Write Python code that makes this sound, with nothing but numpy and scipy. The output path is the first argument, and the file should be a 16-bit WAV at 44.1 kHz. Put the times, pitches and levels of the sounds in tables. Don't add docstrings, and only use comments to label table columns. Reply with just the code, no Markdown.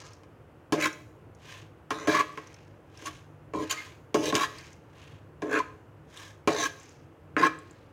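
import sys
import numpy as np
from scipy import signal
from scipy.fft import rfft, irfft
from scipy.io import wavfile
from scipy.ndimage import uniform_filter1d

SR = 44100
rng = np.random.default_rng(int(sys.argv[2]) if len(sys.argv) > 2 else 0)


def inscribe(sig):
    pcm = np.round(np.clip(np.atleast_2d(sig).T, -1, 1) * 32767)
    wavfile.write(sys.argv[1], SR, pcm.astype(np.int16))


N = 349272
TIME = np.arange(N) / SR
RING_TIME = TIME[:SR // 6]

# f/Hz, relative level/dB
RUMBLE_SPECTRUM = [(18, -60.5), (30, -22.5), (102, -1.5), (156, -10), (219, -16.5), (324, -8.5), (410, -16),
                   (455, -11), (591, -16), (639, -18), (1400, -24), (2300, -33), (2830, -34), (3880, -45.5),
                   (15500, -53.5)]
# f/Hz, level/dB
HUM_PARTIALS = [(100, -65.5), (150, -64)]
# f/Hz, t60/s (capped in kitchen_reverb)
REVERB_DECAY = [(150, 0.77), (400, 0.58), (1200, 0.4), (3000, 0.43), (7000, .5), (15000, 0.86)]
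# f/Hz, level/dB
REVERB_SPECTRUM = [(150, -21.5), (400, -11), (1200, -15.5), (3000, -10), (7000, -15.5), (15000, -13.5)]
# t/s, level/dB, f/Hz
WET_TICKS = [(0.055, -53, 6500), (0.1336, -44.5, 6200), (0.929, -37, 6000), (1.3488, -54.5, 6300),
             (2.4718, -44, 6250), (2.5422, -45, 5800), (2.974, -43, 5730), (4.584, -39, 4760),
             (4.7296, -47.5, 6350), (6.173, -37.5, 3550), (6.799, -46, 6900), (6.8313, -45, 7040),
             (6.8922, -47, 6460), (7.5878, -46, 7750), (7.7096, -46, 7200)]
# f/Hz, relative level/dB
FOOD_SPECTRUM = [(700, -16), (1100, 1.5), (1700, -7.5), (3500, -8.5), (5000, 4), (6600, 4), (8000, -23.5),
                 (12000, -42), (15500, -27.5)]
# fastest moment t/s, length/s, smear level/dB, crackle level/dB, squelch f/Hz
FOOD_SLIDES = [(0.0, 0.28, -52.5, -55.5, 1200), (1.519, 0.23, -48.5, -57.5, 2780),
               (2.387, 0.57, -57, -66, 2220), (3.057, 0.29, -52, -59.5, 2760),
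               (3.76, 0.31, -45, -55.5, 2100), (4.59, 0.3, -52, -58, 2110), (5.041, 0.3, -57, -68, 2700),
               (6.209, 0.22, -48.5, -55.5, 3260), (6.826, 0.35, -60, -62.5, 2400),
               (7.708, 0.42, -63.5, -75.5, 1600)]
# f/Hz, width/Hz, level/dB
RING_MODES = [(156.2, 4.9, -8), (239, 126, -24.5), (312, 15, 6), (351.6, 14.6, -4.5), (427, 24.8, 3),
              (526.5, 4.1, -6), (555, 55, -12.5), (608.7, 12, -1.5), (650.6, 6.2, -12.5), (698, 13, -6.5),
              (870, 6.7, -9), (1058, 28, -10), (1049, 43, 2), (1097, 25, 0), (1252, 5.1, -2),
              (1610, 127, -1), (1653, 40, 3.5), (1737, 53, -5.5), (1916, 9.8, -3), (2070, 220, -13.5),
              (2349, 22.5, -7.5), (2430, 120, -16.5), (3020, 19, -23.5), (3894, 220, -22.5),
              (4950, 280, -26.5), (6100, 105, -19), (6320, 110, -26), (6800, 160, -24.5), (8040, 88, -29),
              (9300, 160, -32), (10270, 330, -39)]
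# f/Hz, relative level/dB
WASH_SPECTRUM = [(100, -27), (250, -9.5), (600, -27.5), (850, -13), (1300, -6), (2600, -14.5), (4500, -24),
                 (6600, -21.5), (7600, -31), (11000, -38), (15500, -42.5)]
# middle t/s, length/s, f/Hz, level/dB
SQUEALS_AND_SQUELCH = [(0.837, 0.042, 3994, -35), (0.836, 0.04, 2320, -30), (0.861, 0.02, 1125, -34.5),
                       (2.159, 0.04, 1128, -20.5), (2.202, 0.051, 1129, -19.5), (3.078, 0.066, 1118, -37.5),
                       (3.71, 0.02, 3100, -29), (3.711, 0.034, 6900, -30), (3.79, 0.071, 2100, -37),
                       (4.42, 0.062, 1130, -25.5), (5.539, 0.052, 1670, -27.5), (5.604, 0.04, 1025, -25),
                       (6.66, 0.038, 1103, -32), (6.66, 0.042, 1607, -32), (7.432, 0.036, 1067, -15.5),
                       (7.453, 0.069, 1653, -27)]
# lower f/Hz, upper f/Hz
REGISTERS = [(90, 800), (800, 2800), (2800, 17000)]
# t/s, thump level/dB, clank level/dB, tick level/dB
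STEEL_KNOCKS = [(0.234, -56, -48, -51.5), (0.7235, -14.5, -18, -20), (1.9061, -23.5, -17.5, -25.5),
                (2.073, -16, -31, -23.5), (2.15, -28, -25, -24), (2.196, -27, -28, -29),
                (2.3749, -34, -28, -39), (3.023, -40, -39, -39), (3.536, -24, -30, -48),
                (3.776, -53, -40, -36.5), (4.1438, -12, -20, -19), (4.3246, -14, -20, -29),
                (4.3524, -20, -18.5, -12), (5.4205, -23.5, -26.5, -37), (5.5892, -33, -29, -26),
                (6.4747, -11.5, -13, -21.5), (7.366, -18, -10.5, -35)]
# start t/s, length/s, opening judder level/dB, judder fall/dB,
# final scrape level/dB, final grit level/dB, swell of scrape and grit/dB
STEEL_STROKES = [(0.718, 0.15, -31, 5, -26, -33, 15), (1.9, 0.16, -44.5, -1, -43, -51, -1.5),
                 (2.069, 0.14, -25, 18, -28, -37.5, -1.5), (3.03, 0.043, -54.5, -11.5, -36, -38, 19),
                 (3.533, 0.11, -34.5, -2, -41.5, -47.5, 4.5), (3.692, 0.027, -58, -10.5, -30.5, -30, 5.5),
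                 (4.14, 0.16, -32, 0.5, -41, -34, 11.5), (4.333, 0.11, -27.5, 20, -27.5, -33.5, 3.5),
                 (5.414, 0.17, -36, -7, -26.5, -42.5, 18), (6.474, 0.19, -29.5, 12.5, -28.5, -32, 8.5),
                 (7.374, 0.091, -28, 1.5, -21.5, -36.5, 7)]


def from_db(db):
    return 10 ** (np.asarray(db) / 20)


def unit_rms(x):
    return x / np.sqrt(np.mean(x ** 2) + 1e-20)


def at_hz(points, hz):
    f, value = np.transpose(points)
    return np.interp(np.log(np.maximum(hz, 1)), np.log(f), value)


def band(x, low_hz, high_hz, order=3):
    sos = signal.butter(order, [low_hz, min(high_hz, SR / 2 - 1)], "band", fs=SR, output="sos")
    return signal.sosfilt(sos, x + 1e-18)


def colour(x, spectrum):
    gain = from_db(at_hz(spectrum, np.fft.rfftfreq(len(x), 1 / SR)))
    return irfft(rfft(x) * gain, len(x))


def drift(per_s):
    knots = rng.standard_normal(int(N / SR * per_s) + 2)
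    return unit_rms(np.interp(TIME * per_s, np.arange(len(knots)), knots))


def add(out, start_s, sound):
    start = max(round(start_s * SR), 0)
    out[start:start + len(sound)] += sound[:N - start]


def grains(per_s, spread_db):
    sizes = from_db(spread_db * np.minimum(rng.exponential(1, N), 4)) * rng.choice([-1, 1], N)
    return sizes * (rng.random(N) < per_s / SR)


def levelled(x, over_s):
    return x / np.sqrt(uniform_filter1d(x ** 2, int(over_s * SR)) + 1e-9)


def room_tone(rumble_db=-53, waver_db=2.0, waver_below_hz=250, hum_waver_db=3):
    noise = unit_rms(colour(rng.standard_normal(N), RUMBLE_SPECTRUM)) * from_db(rumble_db)
    low = signal.sosfiltfilt(signal.butter(2, waver_below_hz, fs=SR, output="sos"), noise)
    hum = 0
    for hz, db in HUM_PARTIALS:
        amplitude = np.sqrt(2) * from_db(db + hum_waver_db * drift(6.3))
        hum += amplitude * np.sin(2 * np.pi * hz * TIME + .5 * drift(14))
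    return noise - low + low * from_db(waver_db * drift(22)) + hum


def kitchen_reverb(x, build_s=0.0018, longest_t60_s=0.8):
    t, response = TIME[:SR], 0
    octave_edges_hz = 90 * 2. ** np.arange(9)
    for low, high in zip(octave_edges_hz, octave_edges_hz[1:]):
        hz = np.sqrt(low * high)
        t60 = min(at_hz(REVERB_DECAY, hz), longest_t60_s)
        decay = np.exp(-np.log(1000) * t / t60) * (1 - np.exp(-t / build_s))
        tail = band(rng.standard_normal(SR) * decay / np.linalg.norm(decay), low, high)
        response += from_db(at_hz(REVERB_SPECTRUM, hz)) * tail
    return signal.fftconvolve(x, response)[:N]


def wet_ticks(decay_s=0.0039, splash_db=-13, trim_db=1.0):
    out, t = np.zeros(N), TIME[:SR // 20]
    for start, db, hz in WET_TICKS:
        burst = rng.standard_normal(len(t)) * np.exp(-t / decay_s)
        pop = band(burst, hz * 0.887, hz * 1.1, order=2)
        snap = pop + from_db(splash_db) * band(burst, 4500, 9100, order=2)
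        add(out, start, from_db(db + trim_db) * snap / np.abs(snap).max())
    return out


def slide_swell(progress, rise_share=0.45, ends_db=-13.5):
    from_peak = np.maximum(-progress / rise_share, progress / (1 - rise_share))
    return from_db(ends_db * from_peak ** 2)


def sliding_food(rings, clump_db=4.0, ring_db=5, pop_db=-5, squelch_db=-2.5, squelch_octaves=0.49):
    snaps = levelled(grains(per_s=4500, spread_db=1.5) * from_db(clump_db * drift(90)), over_s=0.025)
    ringing = signal.fftconvolve(snaps, rings.sum(axis=0))[:N]
    texture = colour(snaps, FOOD_SPECTRUM) + from_db(ring_db) * ringing
    body = unit_rms(band(texture, 610, 4100, order=4))
    fizz = unit_rms(band(texture, 3300, 9000))
    pops = unit_rms(band(grains(per_s=53, spread_db=2.0), 3000, 8000))
    crackle = unit_rms(fizz + from_db(pop_db) * pops)
    out, edge_ratio = np.zeros(N), 2 ** (squelch_octaves / 2)
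    for fastest, length, smear_db, crackle_db, hz in FOOD_SLIDES:
        on = np.abs(TIME - fastest) < length
        squelch = unit_rms(band(snaps[on], hz / edge_ratio, hz * edge_ratio, order=1))
        smear = unit_rms(body[on] + from_db(squelch_db) * squelch)
        swell = slide_swell((TIME[on] - fastest) / length)
        out[on] += swell * (from_db(smear_db) * smear + from_db(crackle_db) * crackle[on])
    return out


def mode_rings():
    rings = []
    for k, (hz, width, db) in enumerate(RING_MODES):
        gain = (-1) ** k * from_db(db) * 2 * np.pi * width / SR
        rings.append(gain * np.exp(-np.pi * width * RING_TIME) * np.sin(2 * np.pi * hz * RING_TIME))
    return np.array(rings)


def pan_response(rings, wash_db, spread_db, wash_t60_s):
    modes = from_db(spread_db * rng.standard_normal(len(rings))) @ rings
    decay = np.exp(-np.log(1000) * RING_TIME / wash_t60_s)
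    wash = colour(rng.standard_normal(len(RING_TIME)), WASH_SPECTRUM) * decay / np.linalg.norm(decay)
    return modes + from_db(wash_db) * wash


def squeals_and_squelch(waver=0.0081, rough_db=5.0, octave_db=-19, trim_db=-1.0):
    out = np.zeros(N)
    wander, flutter = drift(400), from_db(rough_db * drift(220))
    for middle, length, hz, db in SQUEALS_AND_SQUELCH:
        on = np.abs(TIME - middle) < length / 2
        looseness = waver * np.sqrt(hz / 1000)
        phase = 2 * np.pi * np.cumsum(hz * (1 + looseness * wander[on])) / SR
        tone = np.sin(phase) + from_db(octave_db) * np.sin(2 * phase)
        swell = np.cos(np.pi * (TIME[on] - middle) / length) ** 2
        out[on] += from_db(db + trim_db) * swell * flutter[on] * tone
    return out


def steel_knocks(rings, chatter_db=-28, chatter_s=0.0024, crack_db=-14, trims_db=(-1.0, 0.0, 0.5),
                 rebound_s=0.012, rebound_loss_db=(3.5, 13.5, 16.5)):
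    out, n = np.zeros(N), len(RING_TIME)
    rebounds = [(start + rebound_s * rng.uniform(.8, 1.2), *np.subtract(levels_db, rebound_loss_db))
                for start, *levels_db in STEEL_KNOCKS]
    for start, *levels_db in STEEL_KNOCKS + rebounds:
        chatter = rng.standard_normal(n) * (rng.random(n) < .15)
        force = from_db(chatter_db) * chatter * np.exp(-RING_TIME / chatter_s)
        force[0] = 1
        pan = pan_response(rings, wash_db=-2.0, spread_db=4.5, wash_t60_s=0.1)
        crack = from_db(crack_db) * band(force, 330, 2300, order=2)
        hit = crack + signal.fftconvolve(force, pan)[:n]
        for edges, db, trim_db in zip(REGISTERS, levels_db, trims_db):
            layer = band(hit, *edges)
            add(out, start, from_db(db + trim_db) * layer / np.abs(layer).max())
    return out


def stroke_forces(t, length, judder_db, fall_db, scrape_db, grit_db, swell_db,
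                  attack_s=0.006, release_s=0.0086):
    travel = np.clip(t / length, 0, 1)
    contact = np.clip(t / attack_s, 0, 1) * np.exp(-np.maximum(t - length, 0) / release_s)
    levels_db = (judder_db - fall_db * travel,
                 scrape_db - swell_db * np.interp(travel, (0.3, 0.83), [1, 0]),
                 grit_db - swell_db * np.interp(travel, (0.44, 0.65), [1, 0]))
    return contact * from_db(levels_db)


def steel_scrapes(rings, slips_per_s=350, slip_db=4.0, spots=3, trims_db=(-0.8, -0.8, -0.2)):
    slips = grains(per_s=7000, spread_db=3.0) * from_db(slip_db * drift(slips_per_s))
    friction = levelled(slips, over_s=0.018)
    out = np.zeros(N)
    for start, length, *levels_db in STEEL_STROKES:
        on = (TIME >= start) & (TIME < start + length + .06)
        t = TIME[on] - start
        position = (spots - 1) * np.minimum(t / length, 1)
        crossfades = [np.sqrt(np.maximum(1 - np.abs(position - k), 0)) for k in range(spots)]
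        pans = [pan_response(rings, wash_db=-0.1, spread_db=5.5, wash_t60_s=0.051) for _ in range(spots)]
        for edges, force, trim_db in zip(REGISTERS, stroke_forces(t, length, *levels_db), trims_db):
            for fade, pan in zip(crossfades, pans):
                envelope = force * fade
                layer = band(signal.fftconvolve(friction[on] * envelope, pan), *edges)
                add(out, start, from_db(trim_db) * layer * np.linalg.norm(envelope) / np.linalg.norm(layer))
    return out


def scene():
    rings = mode_rings()
    steel = steel_scrapes(rings) + steel_knocks(rings)
    close = steel + squeals_and_squelch() + sliding_food(rings) + wet_ticks()
    return (close + kitchen_reverb(close) + room_tone())[None]


def record(dry, bass_cut_hz=45, top_cut_hz=15800):
    thin = signal.sosfilt(signal.butter(3, bass_cut_hz, "high", fs=SR, output="sos"), dry)
    return signal.sosfilt(signal.ellip(10, .1, 80, top_cut_hz, fs=SR, output="sos"), thin)


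dry = scene()
out = record(dry)
inscribe(out)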